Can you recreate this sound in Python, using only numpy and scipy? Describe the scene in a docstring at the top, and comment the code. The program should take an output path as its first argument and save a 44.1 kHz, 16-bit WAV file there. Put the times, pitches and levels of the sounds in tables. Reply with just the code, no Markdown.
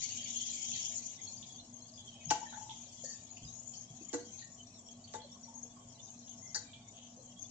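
"""Steel tongs turn food in a frying pan in a small kitchen. They knock the pan four times, making it
ring, and in between they lightly touch it, scrape it and squeak on its enamel. The oil hisses and
spits as tiny steam bubbles burst, loudly at first, then softly. Behind it all is the low hum of
appliances, and the room adds a short echo."""
import sys
import numpy as np
from scipy import signal
from scipy.fft import rfft, irfft, next_fast_len
from scipy.io import wavfile
from scipy.ndimage import uniform_filter1d

SR = 44100
rng = np.random.default_rng(int(sys.argv[2]) if len(sys.argv) > 2 else 0)


def to_wav(s):
    """Save 16-bit WAV."""
    ch = np.atleast_2d(s).T  # columns
    pcm = np.round(np.clip(ch, -1, 1) * 32767)  # PCM
    wavfile.write(sys.argv[1], SR, pcm.astype(np.int16))


N = 330750  # 7.5 seconds


def gain_of(db):
    """Turns decibels into a number to multiply by."""
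    return 10 ** (np.asarray(db) / 20)


def unit_level(x):
    """Scales a signal to an average power of 1."""
    return x / np.sqrt(np.mean(x ** 2) + 1e-20)


def value_at(points, hz):
    """Reads between the rows of a (pitch, value) table."""
    pitches, values = np.transpose(points)
    return np.interp(np.log(hz + 1), np.log(pitches + 1), values)


def add(mix, start_s, sound):
    """Mixes a sound in at its start time."""
    part = mix[..., round(start_s * SR):][..., :sound.shape[-1]]
    part += sound[..., :part.shape[-1]]


def resonate(x, hz, width_hz):
    """Rings at one pitch; a smaller width rings longer."""
    pole = np.exp((2j * np.pi * hz - np.pi * width_hz) / SR)
    return 2 * signal.lfilter([1 - abs(pole)], [1, -pole], x).real


def shape_tone(x, db_at):
    """Turns each pitch up or down by db_at(pitch) decibels."""
    size = next_fast_len(x.shape[-1])
    gains = gain_of(db_at(np.fft.rfftfreq(size, 1 / SR)))
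    return irfft(rfft(x, size) * gains, size)[..., :x.shape[-1]]


# How alike the two ears hear each pitch (1 is the same, 0 is unrelated): pitch_hz, likeness
EAR_LIKENESS = [(60, 0.94), (160, 0.98), (420, 0.88), (1110, 0.089), (2930, 0.089), (7760, -0.33)]

def restless_noise(tone, patchy_db, patch_s, patch_hz, flicker_db, size, drift_db=0):
    """Stereo noise with louder and softer patches, a quick flicker and, if asked, a drifting tone."""
    hop, hz = size // 4, np.fft.rfftfreq(size, 1 / SR)
    left_re, left_im, other_re, other_im, patches = rng.standard_normal((N // hop + 5, len(hz), 5)).T
    for _ in range(2):  # smooth across pitch, then across time
        patches = uniform_filter1d(patches, max(1, round(patch_hz / hz[1])), 0)
        patches = uniform_filter1d(patches, max(1, round(patch_s * SR / hop)), 1)
    drift = unit_level(uniform_filter1d(uniform_filter1d(patches, 12, 0), 25, 1))
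    flicker = unit_level(uniform_filter1d(rng.standard_normal(patches.shape[1]), size=2))
    alike = np.clip(value_at(EAR_LIKENESS, hz), -1, 1)[:, None]
    left, other = left_re + 1j * left_im, other_re + 1j * other_im
    spectrum = np.array([left, alike * left + np.sqrt(1 - alike ** 2) * other])
    wobble_db = patchy_db * unit_level(patches) + drift_db * drift + flicker_db * flicker
    spectrum *= gain_of(value_at(tone, hz)[:, None] + wobble_db)
    return unit_level(signal.istft(spectrum, nperseg=size, noverlap=size - hop)[1][:, :N])


# How long the room's echo takes to fade by 60 dB: pitch_hz, fade_s
ECHO_FADES = [(100, 0.27), (800, 0.3), (3000, 0.39), (8000, 0.18)]

def room_echo(x):
    """Many small reflections, each pitch fading at its own speed; the ears share the bass."""
    reflections = np.zeros((2, SR // 2))
    slots = np.arange(120, SR // 2 - 20, 20)
    arrivals = slots + rng.integers(0, 20, (2, len(slots)))
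    np.put_along_axis(reflections, arrivals, rng.choice([-1., 1.], arrivals.shape), 1)
    hz, t, spectrum = signal.stft(reflections, SR, nperseg=256)
    alike = np.clip(value_at(EAR_LIKENESS, hz), 0, 1)[:, None]
    spectrum[1] = alike * spectrum[0] + np.sqrt(1 - alike ** 2) * spectrum[1]
    fade = gain_of(-60 * t / value_at(ECHO_FADES, hz)[:, None])
    tail = signal.istft(spectrum * fade, SR, nperseg=256)[1]
    return signal.fftconvolve(np.atleast_2d(x), tail / np.linalg.norm(tail[0]), axes=1)[:, :N]


# The notes the appliances hum: pitch_hz, width_hz, level_db
HUM_NOTES = [(48.3, 2.7, -80.5), (100, 15, -68.5), (123.8, 16, -69.5), (238.7, 2.1, -67.5),
             (239.2, 14.5, -65.5), (680, 11, -78.5), (1110, 8, -85.5)]
# The tone of the room's airy hush: pitch_hz, relative_db
HUSH_TONE = [(15, -41), (25, -21), (102, -7.5), (187, -5), (238, -3), (327, -14.5), (481, -17), (692, -9),
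             (763, -12), (1120, -21), (1370, -27.5), (3270, -31.5), (5180, -26.5), (6600, -26),
             (7800, -17.5), (8250, -40), (10700, -69.5)]

def kitchen_hum():
    """Appliances hum on a few wavering notes over a soft hush."""
    shakes = rng.standard_normal((len(HUM_NOTES), N))
    hum = sum(gain_of(db) * unit_level(resonate(resonate(shake, hz, width), hz, width))
              for (hz, width, db), shake in zip(HUM_NOTES, shakes))
    hush = restless_noise(HUSH_TONE, 2.55, patch_s=0.05, patch_hz=60, flicker_db=0.64, size=2048)
    return hum + gain_of(-62) * hush


def bubbles(tone, per_s, spread_db, sharpness):
    """Steam bubbles burst as short rings of random pitch and size, heard with the room's echo."""
    pitches = np.geomspace(tone[1][0], tone[-3][0], num=15)
    sizes = gain_of(spread_db * np.minimum(rng.exponential(1, N), 2.3))
    bursts = sizes * (rng.random(N) < per_s / SR)
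    which_pitch = rng.integers(0, len(pitches), N)
    pops = np.zeros(N)
    for k, hz in enumerate(pitches):
        ring = resonate(bursts * (which_pitch == k), hz, hz / sharpness)
        pops += gain_of(value_at(tone, hz)) * resonate(ring, hz, 260)
    direct = np.array([pops, np.roll(pops, 17)])  # the pan is nearer the left ear
    return unit_level(direct + 1.56 * room_echo(direct))


# How hard the oil fries: fierce while a piece is lifted, then a simmer that turning revives.
# time_s, fizz_db, bubbling_above_fizz_db
FRYING_LEVELS = [(0.0, -37.5, 0.5), (0.199, -43.5, 1), (0.401, -39, -4), (0.612, -40, -3.5),
                 (0.691, -40, -3.5), (0.76, -41.5, 1), (0.871, -37.5, -6), (0.96, -43, -5.5),
                 (1.091, -44.5, -7), (1.19, -57, -0.5), (1.259, -50, -7.5), (1.498, -56.5, -5),
                 (1.748, -63, -5.5), (2.25, -63, 3.5), (2.398, -52, -5.5), (2.9, -54, -3),
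                 (3.13, -46.5, -13), (3.302, -58.5, -2), (3.701, -54.5, -9), (3.97, -56, -7),
                 (4.298, -56.5, -3.5), (4.802, -63.5, -9), (5.201, -63, 0), (5.502, -62, -8),
                 (5.901, -62.5, -5.5), (6.5, -58.5, -10.5), (6.752, -68.5, 4), (7.102, -60, -16),
                 (7.5, -60.5, -5.5)]
# The tones of the fine fizz and the coarse bubbling: pitch_hz, relative_db
FIZZ_TONE = [(2940, -52), (5000, -1), (5240, -22.5), (5440, -8), (6180, 7), (6910, 8.5), (7160, -7.5),
             (7350, 7.5), (8020, -15.5), (8300, -36), (10700, -51.5), (18100, -120)]
BUBBLING_TONE = [(880, -73), (1550, -29.5), (1950, -14), (2370, -8), (2760, -9), (3030, -0.5), (4570, -4.5),
                 (5000, -8.5), (5400, -17.5), (7020, -31.5), (11900, -120)]
# Where the hot pan sings along with the bubbles: pitch_hz, width_hz, boost_db
PAN_SINGING = [(2530, 18, 13.5), (3293, 290, 5), (4140, 25, 7.5), (4570, 110, 3), (5480, 110, 12),
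               (5660, 300, 7.5), (6460, 91, 6), (6980, 140, 6.5), (7140, 89, 3.5)]

def sizzling_oil():
    """Hot oil hisses and pops; lively frying is even, quiet frying breaks up into patches."""
    times, fizz_db, bubbling_db = np.transpose(FRYING_LEVELS)
    frame_times = np.arange(N // 256 + 5) * 256 / SR
    patchy_db = np.clip(6.5 - 0.3 * (np.interp(frame_times, times, fizz_db) + 55), 2, 9)
    fizz = restless_noise(FIZZ_TONE, 0.9 * patchy_db, 0.04, 80, flicker_db=3.4, size=1024)
    fizz += 0.5 * bubbles(FIZZ_TONE, per_s=300, spread_db=7, sharpness=84)
    bubbling = restless_noise(BUBBLING_TONE, 1.21 * patchy_db, 0.028, 130,
                              flicker_db=2.1, size=1024, drift_db=2.0)
    bubbling += 0.47 * bubbles(BUBBLING_TONE, per_s=350, spread_db=7.3, sharpness=22)
    t = np.arange(N) / SR
    loudness = gain_of(np.interp(t, times, fizz_db))
    bubbling_gain = gain_of(np.interp(t, times, bubbling_db))
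    oil = loudness * (unit_level(fizz) + bubbling_gain * unit_level(bubbling))
    return shape_tone(oil, lambda hz: sum(db / (1 + (2 * (hz - pitch) / width) ** 2)
                                          for pitch, width, db in PAN_SINGING) - 3.0)


def rub(db, hz, width_hz, contact_s, rise_s=0.0025):
    """Rough contact makes the pan ring around one pitch, which dies soon after the tips lift."""
    t = np.arange(round((contact_s + 0.25) * SR)) / SR
    onset = np.minimum(t / rise_s, 1) * (1 + 0.33 * np.exp(-t / 0.0017))
    fade = gain_of(-60 * np.maximum(t - contact_s, 0) / 0.066 - 56.5 * t)
    left, other, grip = rng.standard_normal((3, SR // 2))[:, :len(t)]
    stick_and_slip = gain_of(3.03 * unit_level(uniform_filter1d(uniform_filter1d(grip, 220), 220)))
    alike = np.clip(value_at(EAR_LIKENESS, hz) + 0.23, 0, 1)
    friction = np.array([left, alike * left + np.sqrt(1 - alike ** 2) * other])
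    ring = unit_level(resonate(resonate(friction, hz, width_hz), hz, 0.59 * width_hz))
    return gain_of(db) * onset * fade * stick_and_slip * ring


# Light touches of the tongs and spits of oil: start_s, level_db, pitch_hz, contact_s
LIGHT_TOUCHES = [(1.211, -56, 6540, 0.088), (1.27, -50, 4290, 0.018), (1.328, -52.5, 6370, 0.036),
                 (1.369, -53, 4800, 0.0073), (1.477, -57, 6840, 0.0049), (1.491, -56.5, 3370, 0.012),
                 (1.543, -56, 3294, 0.016), (1.558, -51.5, 6400, 0.021), (1.596, -51.5, 4080, 0.006),
                 (1.727, -56, 6430, 0.24), (1.935, -56, 4870, 0.029), (1.955, -59, 6440, 0.044),
                 (2.079, -56.5, 5900, 0.0039), (1.972, -55, 3374, 0.036), (2.113, -58, 3135, 0.078),
                 (2.245, -51.5, 6510, 0.046), (2.288, -42.5, 5600, 0.025), (2.4, -55, 6710, 0.019),
                 (2.452, -60.5, 1800, 0.018), (2.261, -48, 126, 0.037), (2.415, -48, 870, 0.033),
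                 (2.525, -52, 851, 0.25), (2.69, -57.5, 890, 0.031), (3.034, -54, 560, 0.018),
                 (3.043, -60, 1800, 0.11), (3.036, -54, 4570, 0.031), (3.095, -52.5, 4570, 0.035),
                 (3.301, -57.5, 6760, 0.075), (3.446, -60.5, 4960, 0.035), (3.47, -56.5, 6360, 0.072),
                 (3.657, -53.5, 6960, 0.098), (3.733, -58, 4540, 0.032), (3.733, -62, 3160, 0.012),
                 (3.765, -48, 6400, 0.015), (3.804, -63, 5440, 0.042), (3.416, -48.5, 115, 0.056),
                 (3.526, -50, 6570, 0.02), (3.807, -46.5, 6420, 0.0036), (3.899, -50.5, 112, 0.017),
                 (4.006, -53.5, 285, 0.01), (4.315, -55, 6360, 0.11), (4.375, -53.5, 6550, .015),
                 (4.416, -60, 1870, 0.03), (4.438, -54, 6750, 0.0079), (4.669, -60, 5780, .04),
                 (4.734, -58, 5600, 0.023), (4.854, -58.5, 5600, 0.039), (4.885, -57.5, 3250, 0.015),
                 (5.039, -54.5, 4480, 0.006), (5.166, -61, 867, 0.031), (5.195, -58.5, 3320, 0.029),
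                 (5.216, -59, 4210, 0.033), (5.235, -59.5, 554, 0.035), (5.288, -69, 3450, 0.058),
                 (5.316, -53, 5600, 0.0088), (5.323, -67, 1070, 0.046), (5.43, -55.5, 5810, 0.017),
                 (5.539, -54.5, 6530, 0.057), (5.625, -49, 6460, 0.0069), (5.632, -60, 528, 0.025),
                 (5.763, -62.5, 1087, 0.043), (5.838, -56, 100, 0.037), (6.291, -53.5, 6400, 0.04),
                 (6.014, -56, 6460, 0.06), (6.014, -56, 5980, 0.029), (6.101, -52.5, 6460, 0.0069),
                 (6.177, -55.5, 6450, 0.01), (6.405, -57, 6420, 0.18), (6.471, -54, 5740, 0.022),
                 (6.965, -57, 6620, 0.012), (7.168, -63.5, 521, 0.068), (7.256, -55, 6270, 0.01),
                 (7.389, -52.5, 6380, 0.056)]

def add_touches(mix):
    """Each touch or spit stirs a small ring; higher ones ring less cleanly."""
    for start_s, db, hz, contact_s in LIGHT_TOUCHES:
        width_hz = 39.7 + 76 * (hz / 1000) ** 0.56
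        add(mix, start_s, rub(db, hz, width_hz, contact_s))


# The tips sliding on the pan: start_s, level_db, pitch_hz, contact_s
TONG_SCRAPES = [(1.426, -55.5, 3440, 0.019), (2.695, -50.5, 3430, 0.023), (5.075, -58, 3250, 0.018),
                (2.521, -55, 1620, 0.043), (2.525, -56, 3640, 0.022), (3.034, -46, 6460, 0.015),
                (3.369, -59.5, 2650, 0.0044), (3.735, -55, 5600, 0.028), (4.378, -59.5, 4130, 0.065),
                (6.732, -55.5, 3290, 0.016), (6.27, -64.5, 3480, 0.068), (6.925, -57, 3180, 0.15)]

def add_scrapes(mix):
    """Sliding tips make a broad rasp; long slides swell."""
    for start_s, db, hz, contact_s in TONG_SCRAPES:
        add(mix, start_s, rub(db, hz, 0.27 * hz, contact_s, rise_s=2.3 * contact_s ** 2))


# The tips squeaking on the pan: start_s, level_db, pitch_hz, contact_s
TONG_SQUEAKS = [(5.468, -57, 909, 0.11), (6.413, -64, 2065, 0.16), (6.645, -64.5, 2384, 0.16)]

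def add_squeaks(mix):
    """Steel rubbing on enamel makes a thin, narrow note."""
    for start_s, db, hz, contact_s in TONG_SQUEAKS:
        add(mix, start_s, rub(db, hz, width_hz=60, contact_s=contact_s))


# The notes the struck pan and tongs ring at: pitch_hz, relative_db, ring_s (larger rings longer)
METAL_NOTES = [(137, -1.5, 0.048), (299.3, 13, 0.19), (396, -9.5, 0.49), (459.5, 2.5, 0.045),
               (491, -5, 0.69), (839, -7.5, 0.15), (833, -4, 0.15), (890, -12.5, 0.24), (1542, -1.5, 0.026),
               (1620, 4.5, 0.029), (1800, -3.5, 0.07), (1987, 1.5, 0.1), (2850, -2, 0.031),
               (4080, -6, 0.039), (4390, -2.5, 0.1), (4706, 3, 0.077), (4970, -3, .07), (5600, -0.5, 0.034),
               (5820, -9, 0.069), (6230, 10, 0.032), (6850, 6.5, 0.085), (6990, 5.5, 0.18), (7550, 4, 0.14)]
# The tone of the crack as metal meets metal: pitch_hz, relative_db
CRACK_TONE = [(300, -16), (800, -18), (1150, -16.5), (1700, -6.5), (6500, 0), (8000, -16)]

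def knock(contact_s, shift_percent, snap_db, lead_s):
    """The tips chatter on the metal and set it ringing over a short crack, after lead_s of quiet."""
    t = np.arange(-round(lead_s * SR), round(0.5 * SR)).clip(0) / SR
    chatter = gain_of(4.3 * unit_level(uniform_filter1d(rng.standard_normal(len(t)), 60)))
    shared, left, right = rng.standard_normal((3, len(t)))
    onset = np.minimum(t / 0.00087, 1) * (1 + 1.17 * np.exp(-t / 0.0028))
    since_lift = np.maximum(t - contact_s, 0)
    press, rattle = gain_of(-60 * since_lift / 0.047), gain_of(-15 - 60 * since_lift / 0.17)
    blow = unit_level(shared + 0.67 * np.array([left, right])) * chatter * onset * (press + rattle)
    ringing = np.zeros_like(blow)
    for hz, db, ring_s in METAL_NOTES:
        lag_s = 2.168 / (hz + 200)  # low notes start a little later
        late_blow = np.roll(blow, round(lag_s * SR), 1)
        ring = resonate(late_blow, hz * (1 + shift_percent / 100), 4.75 / ring_s)
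        ringing += gain_of(db) * ring / abs(ring).max()
    snap = 1 + gain_of(snap_db) * np.exp(-t / 0.0046)
    crack = shape_tone(blow * snap, lambda hz: value_at(CRACK_TONE, hz))
    return ringing + gain_of(1.5) * crack


# The four knocks: start_s, thud_db, body_db, ring_db, clack_db, tick_db, clink_db, top_clink_db,
# left_minus_right_db, contact_s, pitch_shift_percent, snap_db
TONG_KNOCKS = [(2.303, -49, -44.5, -23.5, -38.5, -33, -39.5, -37, 2.5, 0.008, 0, 8),
               (4.13, -50, -37.5, -45, -43.5, -54.5, -50, -44, -2.7, 0.015, -0.8, 9),
               (5.137, -80, -49, -41, -53, -61, -56, -55.5, 1.5, 0.013, 3, 6),
               (6.546, -79, -56, -52.5, -41, -67, -37, -43.5, 4, 0.013, 0.5, 6.5)]
# The middle of each of the seven ranges, from thud to top clink: pitch_hz
KNOCK_RANGES = [250, 470, 860, 1800, 3000, 4400, 6600]

def add_knocks(mix, lead_s=0.02):
    """The tongs strike the pan, each time with its own tone and left-right balance."""
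    for start_s, *levels_db, side_db, contact_s, shift_percent, snap_db in TONG_KNOCKS:
        tone = list(zip(KNOCK_RANGES, levels_db))
        hit = knock(contact_s, shift_percent, snap_db, lead_s)
        hit = shape_tone(hit, lambda hz: value_at(tone, hz))
        add(mix, start_s - lead_s, hit * gain_of([[side_db / 2], [-side_db / 2]]))


def scene():
    """The tongs and their echo, over the frying oil and the kitchen's hum."""
    tongs = np.zeros((2, N))
    add_knocks(tongs)
    add_touches(tongs)
    add_scrapes(tongs)
    add_squeaks(tongs)
    direct = np.array([np.roll(tongs[0], 4), tongs[1]])  # the rim is a little nearer the right ear
    return direct + gain_of(-5.5) * room_echo(tongs) + sizzling_oil() + kitchen_hum()


# How much louder the left microphone is than the right: pitch_hz, left_minus_right_db
MIC_BALANCE = [(60, 1), (250, 0.5), (500, 1.5), (850, 2.5), (1320, -2), (2060, 1), (3210, -2.5),
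               (4500, -3.5), (5500, 7.5), (7000, 13), (7700, -6.5), (8200, -5)]

def record(dry):
    """The two microphones favour different pitches, and the highest treble is cut off."""
    left = shape_tone(dry[0], lambda hz: value_at(MIC_BALANCE, hz) / 2)
    right = shape_tone(dry[1], lambda hz: -value_at(MIC_BALANCE, hz) / 2)
    treble_cut = signal.firwin(1023, cutoff=8290, window=("kaiser", 9), fs=SR)
    return signal.oaconvolve(np.array([left, right]), treble_cut[None], "same")


dry = scene()
out = record(dry)
to_wav(out)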